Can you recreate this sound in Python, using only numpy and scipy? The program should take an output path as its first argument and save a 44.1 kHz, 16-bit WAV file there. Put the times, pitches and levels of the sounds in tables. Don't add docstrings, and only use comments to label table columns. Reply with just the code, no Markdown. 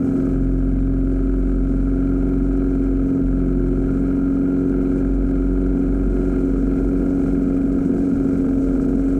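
import sys
import numpy as np
from scipy import signal
from scipy.fft import rfft, irfft, next_fast_len
from scipy.io import wavfile
from scipy.ndimage import uniform_filter1d, map_coordinates

SR = 44100
rng = np.random.default_rng(int(sys.argv[2]) if len(sys.argv) > 2 else 0)


def materialize(psi):
    bounded = np.clip(np.atleast_2d(psi).T, -1, 1)
    quanta = np.round(bounded * 32767).astype(np.int16)
    wavfile.write(sys.argv[1], SR, quanta)


N = 405274
TIME = np.arange(N) / SR

# time_s, speed_turns_per_s
SHAFT_SPEED = [(0, 44.75), (.6, 44.76), (1.7, 45.08), (2.5, 45.67), (3.25, 44.9), (3.65, 44.83),
               (4.15, 45.65), (5.2, 45.48), (6.15, 45.89), (6.6, 45.35), (7.1, 46.03), (7.5, 45.48),
               (8, 45.92), (8.5, 44.99), (8.85, 45.42), (9.19, 45.55)]
# time_s, level_db
THROB_LEVEL = [(0, -45), (.17, -38), (.35, -22), (.6, -18), (1.3, -19), (3.07, -22.5), (3.15, -48),
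               (3.25, -19.5), (3.65, -22.5), (4.35, -28.5), (5.03, -26), (5.15, -20.5), (6.5, -22.5),
               (7.25, -29), (7.55, -23.5), (7.85, -33), (8.65, -26), (9.19, -28.5)]
# speed_db_per_turn_per_s (over the governed speed), airflow_db_per_db, load_db_per_db, tip_db_per_db
STRONG_TONES = [(2, -38.5, -1, -0.65, -0.3, -0.11), (3, -34.5, -8.5, -1.75, 0.6, 0.18),
                (4, -30.5, 0.3, 0, 0.2, -.15), (6, -20.5, -1, -0.09, 0.22, -.65),
                (8, -29, -1, 0.13, .65, 0.65), (10, -41.5, 0, 1.56, .2, -0.17)]
# shaft_order, level_db
WEAK_TONES = [(1.5,-45), (2.5,-47), (3.5,-43), (4.5,-47), (5,-39), (7,-40), (8.5,-44), (9,-43), (10.5,-49),
              (11,-55), (11.5,-52), (12,-47), (13,-56), (14,-52), (14.5,-59), (15,-52), (16,-63)]
# shaft_order, level_db
PANEL_BUZZ = [(18.5,-60), (20,-65), (20.5,-60), (22.5,-65), (28,-62), (28.5,-58), (29.5,-60), (30.5,-53),
              (31,-61), (32,-61), (34.5,-67), (45,-71)]
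# time_s, load_db
ENGINE_LOAD = [(0, -10), (1.2, -11), (2.2, -1), (3.5, -3), (4.6, 0.5), (6.9, -1.5), (7.8, -4.5),
               (9.19, -2.5)]
# time_s, airflow_db
AIRFLOW_STRENGTH = [(0, 0), (.23, 0.5), (.4, -3.5), (1, -5), (1.7, -1.5), (3.2, -1.3), (3.8, -2.2),
                    (4.7, 1), (5.3, -1), (6.7, 3), (7.3, 3.5), (7.65, 0.7), (8, 4), (8.6, 5.5), (9.19, 5)]
# time_s, tip_db
BOOM_TIP = [(0, 0.5), (3.2, -1.5), (3.8, 5.5), (4.3, -3.5), (5.2, 1.5), (5.8, -3), (6.15, 6.5), (6.6, -1.5),
            (9.19, -3.5)]
CYLINDER_STRENGTHS = [-0.5, -4.5, -5.5, -1, -3, -7]
# frequency_hz, relative_level_db
BARK_SPECTRUM = [(300, -27.5), (500, -3.5), (580, -5.5), (670, 0.5), (780, -3), (920, -8), (1100, -12.5),
                 (1400, -22.5), (2500, -52.5)]
RASP_SPECTRUM = [(700, -36.5), (1000, -17.5), (1130, -15.5), (1290, -1.5), (1345, -2.5), (1400, -0.5),
                 (1500, -8), (1650, -9.5), (1760, -25), (1900, -28), (3000, -56)]
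CLATTER_SPECTRUM = [(1400, -18), (1850, -7.5), (2020, -2), (2160, 2.5), (2420, 1.5), (2620, -7),
                    (2780, -7.5), (3150, -10), (3550, -19), (3950, -15), (4180, -9.5), (4500, -23),
                    (9000, -34.5), (14000, -46.5)]
# frequency_hz, relative_level_db
BUFFET_SPECTRUM = [(8, -10.5), (20, -1.5), (32, 3.5), (56, -1.5), (80, -0.5), (125, 0), (170, -14.5),
                   (300, -56)]
ROAR_SPECTRUM = [(70, -42.5), (130, -14.5), (170, -4), (195, -10), (238, 3.5), (275, -4.5), (315, -11.5),
                 (355, -5.5), (425, -13), (570, -19.5), (700, -26.5), (850, -40), (1000, -45),
                 (2000, -69.5)]
HISS_SPECTRUM = [(2000, -10.5), (3500, -5.5), (4900, -2), (5800, 1), (7700, 2.5), (8700, 1), (9400, -4.5),
                 (10200, -20), (14000, -18)]
LAYER_LEVELS = {"buffet": (-36, 0.6, -.1, 0, 0.5), "roar": (-29, 0.92, -0.17, -0.01, 0.6),
                "bark": (-49, 0.43, 0.07, 0.02, 0), "rasp": (-48, .17, 0, 0.04, 0),
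                "clatter": (-58, 0.27, 0.12, 0.06, -0.04), "hiss": (-65, 0.9, -0.12, 0, 0.2)}
# frequency_hz, relative_level_db
TICK_SPECTRUM = [(800, -17.5), (2900, -1.5), (5000, -10.5), (9000, -10.5), (14000, -22)]

GOVERNED_HZ = 45.4
BOOM_ORDER = 6
TONE_WANDER_DB, BOOM_WANDER_DB = 1.84, .5
USUAL_THROB_DB = -24
THROB_LEAD_TURNS = .1
THROB_SHAKE, THROB_SHAKE_GROWS = 0.22, 1.3
LOPE_TURNS, LOPE_SWELL = 0.0085, 0.087
TOP_HZ = 14250


def amp(db):
    return 10 ** (np.asarray(db) / 20)


def unit(x):
    return x / np.sqrt(np.mean(x ** 2) + 1e-20)


def curves(rows):
    time_s, *columns = np.transpose(rows)
    return [np.interp(TIME, time_s, column) for column in columns]


def wobble(rate):
    knots = rng.standard_normal(int(N * rate / SR) + 4)
    coarse_s = TIME[::64]
    spline = map_coordinates(knots, [coarse_s * rate])
    return np.interp(TIME, coarse_s, spline)


def noise():
    return rng.standard_normal(N)


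def colour(x, spectrum):
    size = 2 * next_fast_len(N // 2 + 8192)
    hz, db = np.transpose(spectrum)
    bins_hz = np.fft.rfftfreq(size, 1 / SR)
    gain = amp(np.interp(np.log(bins_hz + 1), np.log(hz), db))
    cepstrum = irfft(np.log(gain))
    cepstrum[1:size // 2] *= 2
    cepstrum[size // 2 + 1:] = 0
    response = np.exp(rfft(cepstrum))
    return unit(irfft(rfft(x, size) * response)[:N])


def level(layer):
    db, by_airflow, by_load, by_throb, drift_db = LAYER_LEVELS[layer]
    follows_db = by_airflow * curves(AIRFLOW_STRENGTH)[0]
    follows_db += by_load * curves(ENGINE_LOAD)[0]
    follows_db += by_throb * (curves(THROB_LEVEL)[0] - USUAL_THROB_DB)
    return amp(db + follows_db + drift_db * wobble(3))


def tone(turns, order, flutter_db, drift, smear):
    lead = np.pi / 2 * (1 < order < 4)
    phase = 2 * np.pi * order * turns + lead
    phase += smear * rng.standard_normal() + drift * wobble(7.6)
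    return unit(np.cos(phase) * amp(flutter_db * wobble(9)))


def throb(turns):
    shake = THROB_SHAKE * amp(THROB_SHAKE_GROWS * curves(AIRFLOW_STRENGTH)[0]) * wobble(13)
    beat = tone(turns + THROB_LEAD_TURNS, order=1, flutter_db=.5, drift=.08, smear=.1)
    return amp(curves(THROB_LEVEL)[0]) * (1 + shake) * beat


def strong_tones(turns):
    overspeed = curves(SHAFT_SPEED)[0] - GOVERNED_HZ
    controls = np.array([overspeed, *curves(AIRFLOW_STRENGTH), *curves(ENGINE_LOAD), *curves(BOOM_TIP)])
    loping = turns + LOPE_TURNS * np.sin(np.pi * turns)
    total = np.zeros(N)
    for order, db, *slopes in STRONG_TONES:
        order = round(order)
        wander_db = BOOM_WANDER_DB if order == BOOM_ORDER else TONE_WANDER_DB
        gain = amp(db + np.dot(slopes, controls) + wander_db * wobble(3))
        total += gain * tone(loping, order, flutter_db=.3, drift=.04, smear=.12)
    return total * (1 - LOPE_SWELL * np.cos(np.pi * turns))


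def weak_tones(turns):
    total = np.zeros(N)
    for order, db in WEAK_TONES:
        gain = amp(db + 0.91 * wobble(1.2))
        total += gain * tone(turns, order, flutter_db=1.07, drift=0.17, smear=1.87)
    return total


def panel_buzz(turns):
    total = np.zeros(N)
    for order, db in PANEL_BUZZ:
        gain = amp(db + 0.69 * wobble(1.0))
        total += gain * tone(turns, order, flutter_db=2.5, drift=0.4, smear=1.1)
    return amp(curves(ENGINE_LOAD)[0]) * total


def drone(turns):
    return throb(turns) + strong_tones(turns) + weak_tones(turns) + panel_buzz(turns)


def firings(turns, decay, uneven, scatter_db):
    beat, since = np.divmod(3 * turns, 1)
    beat = beat.astype(int)
    count = beat[-1] + 1
    size_db = uneven * np.resize(CYLINDER_STRENGTHS, count) + scatter_db * rng.standard_normal(count)
    return amp(size_db[beat]) * np.exp(-since / decay)


def bursts(turns, repeat_db, decay, uneven, scatter_db):
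    cycle = rng.standard_normal(1024)
    repeating = np.interp(turns / 2 % 1, np.linspace(0, 1, len(cycle)), cycle)
    turbulence = amp(repeat_db) * unit(repeating) + noise()
    return turbulence * firings(turns, decay, uneven, scatter_db)


def exhaust(turns):
    bark = bursts(turns, repeat_db=-3.5, decay=.45, uneven=1.9, scatter_db=1.1)
    rasp = bursts(turns, repeat_db=-4.5, decay=0.97, uneven=0.82, scatter_db=1.7)
    clatter = bursts(turns, repeat_db=-2, decay=2.2, uneven=.5, scatter_db=1.0)
    total = level("bark") * colour(bark, BARK_SPECTRUM)
    total += level("rasp") * colour(rasp, RASP_SPECTRUM)
    total += level("clatter") * colour(clatter, CLATTER_SPECTRUM)
    surge = amp(0.2 * wobble(10) + 1.1 * wobble(90))
    return surge * total


def ticks(turns):
    turn, since = np.divmod(turns, 1)
    sizes = amp(10 * rng.random(int(turn[-1]) + 1))
    envelope = sizes[turn.astype(int)] * np.exp(-since / 0.063)
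    return amp(-70.5) * colour(noise() * envelope, TICK_SPECTRUM)


def slipstream(turns):
    blades = np.cos(4 * np.pi * turns)
    buffet = level("buffet") * colour(noise(), BUFFET_SPECTRUM)
    chopped_air = noise() * amp(2.6 * blades)
    roar = level("roar") * amp(0.21 * wobble(10)) * colour(chopped_air, ROAR_SPECTRUM)
    chop_db = 0.78 * np.cos(np.pi * turns) + .7 * blades + .4 * wobble(9.5) + 1.8 * wobble(70)
    hiss = level("hiss") * unit(amp(chop_db) * colour(noise(), HISS_SPECTRUM))
    return buffet + roar + hiss


def scene():
    turns = np.cumsum(curves(SHAFT_SPEED)[0]) / SR
    return (drone(turns) + exhaust(turns) + ticks(turns) + slipstream(turns))[None]


def record(dry):
    power = np.abs(uniform_filter1d(dry ** 2, size=2900, axis=-1)) + 1e-9
    held = dry * (amp(-17.6) / np.sqrt(power)) ** .8
    soft_start = np.minimum(TIME / .003, 1)
    band_limit = signal.ellip(12, .1, 90, TOP_HZ, fs=SR, output="sos")
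    return signal.sosfilt(band_limit, held * soft_start)


dry = scene()
out = record(dry)
materialize(out)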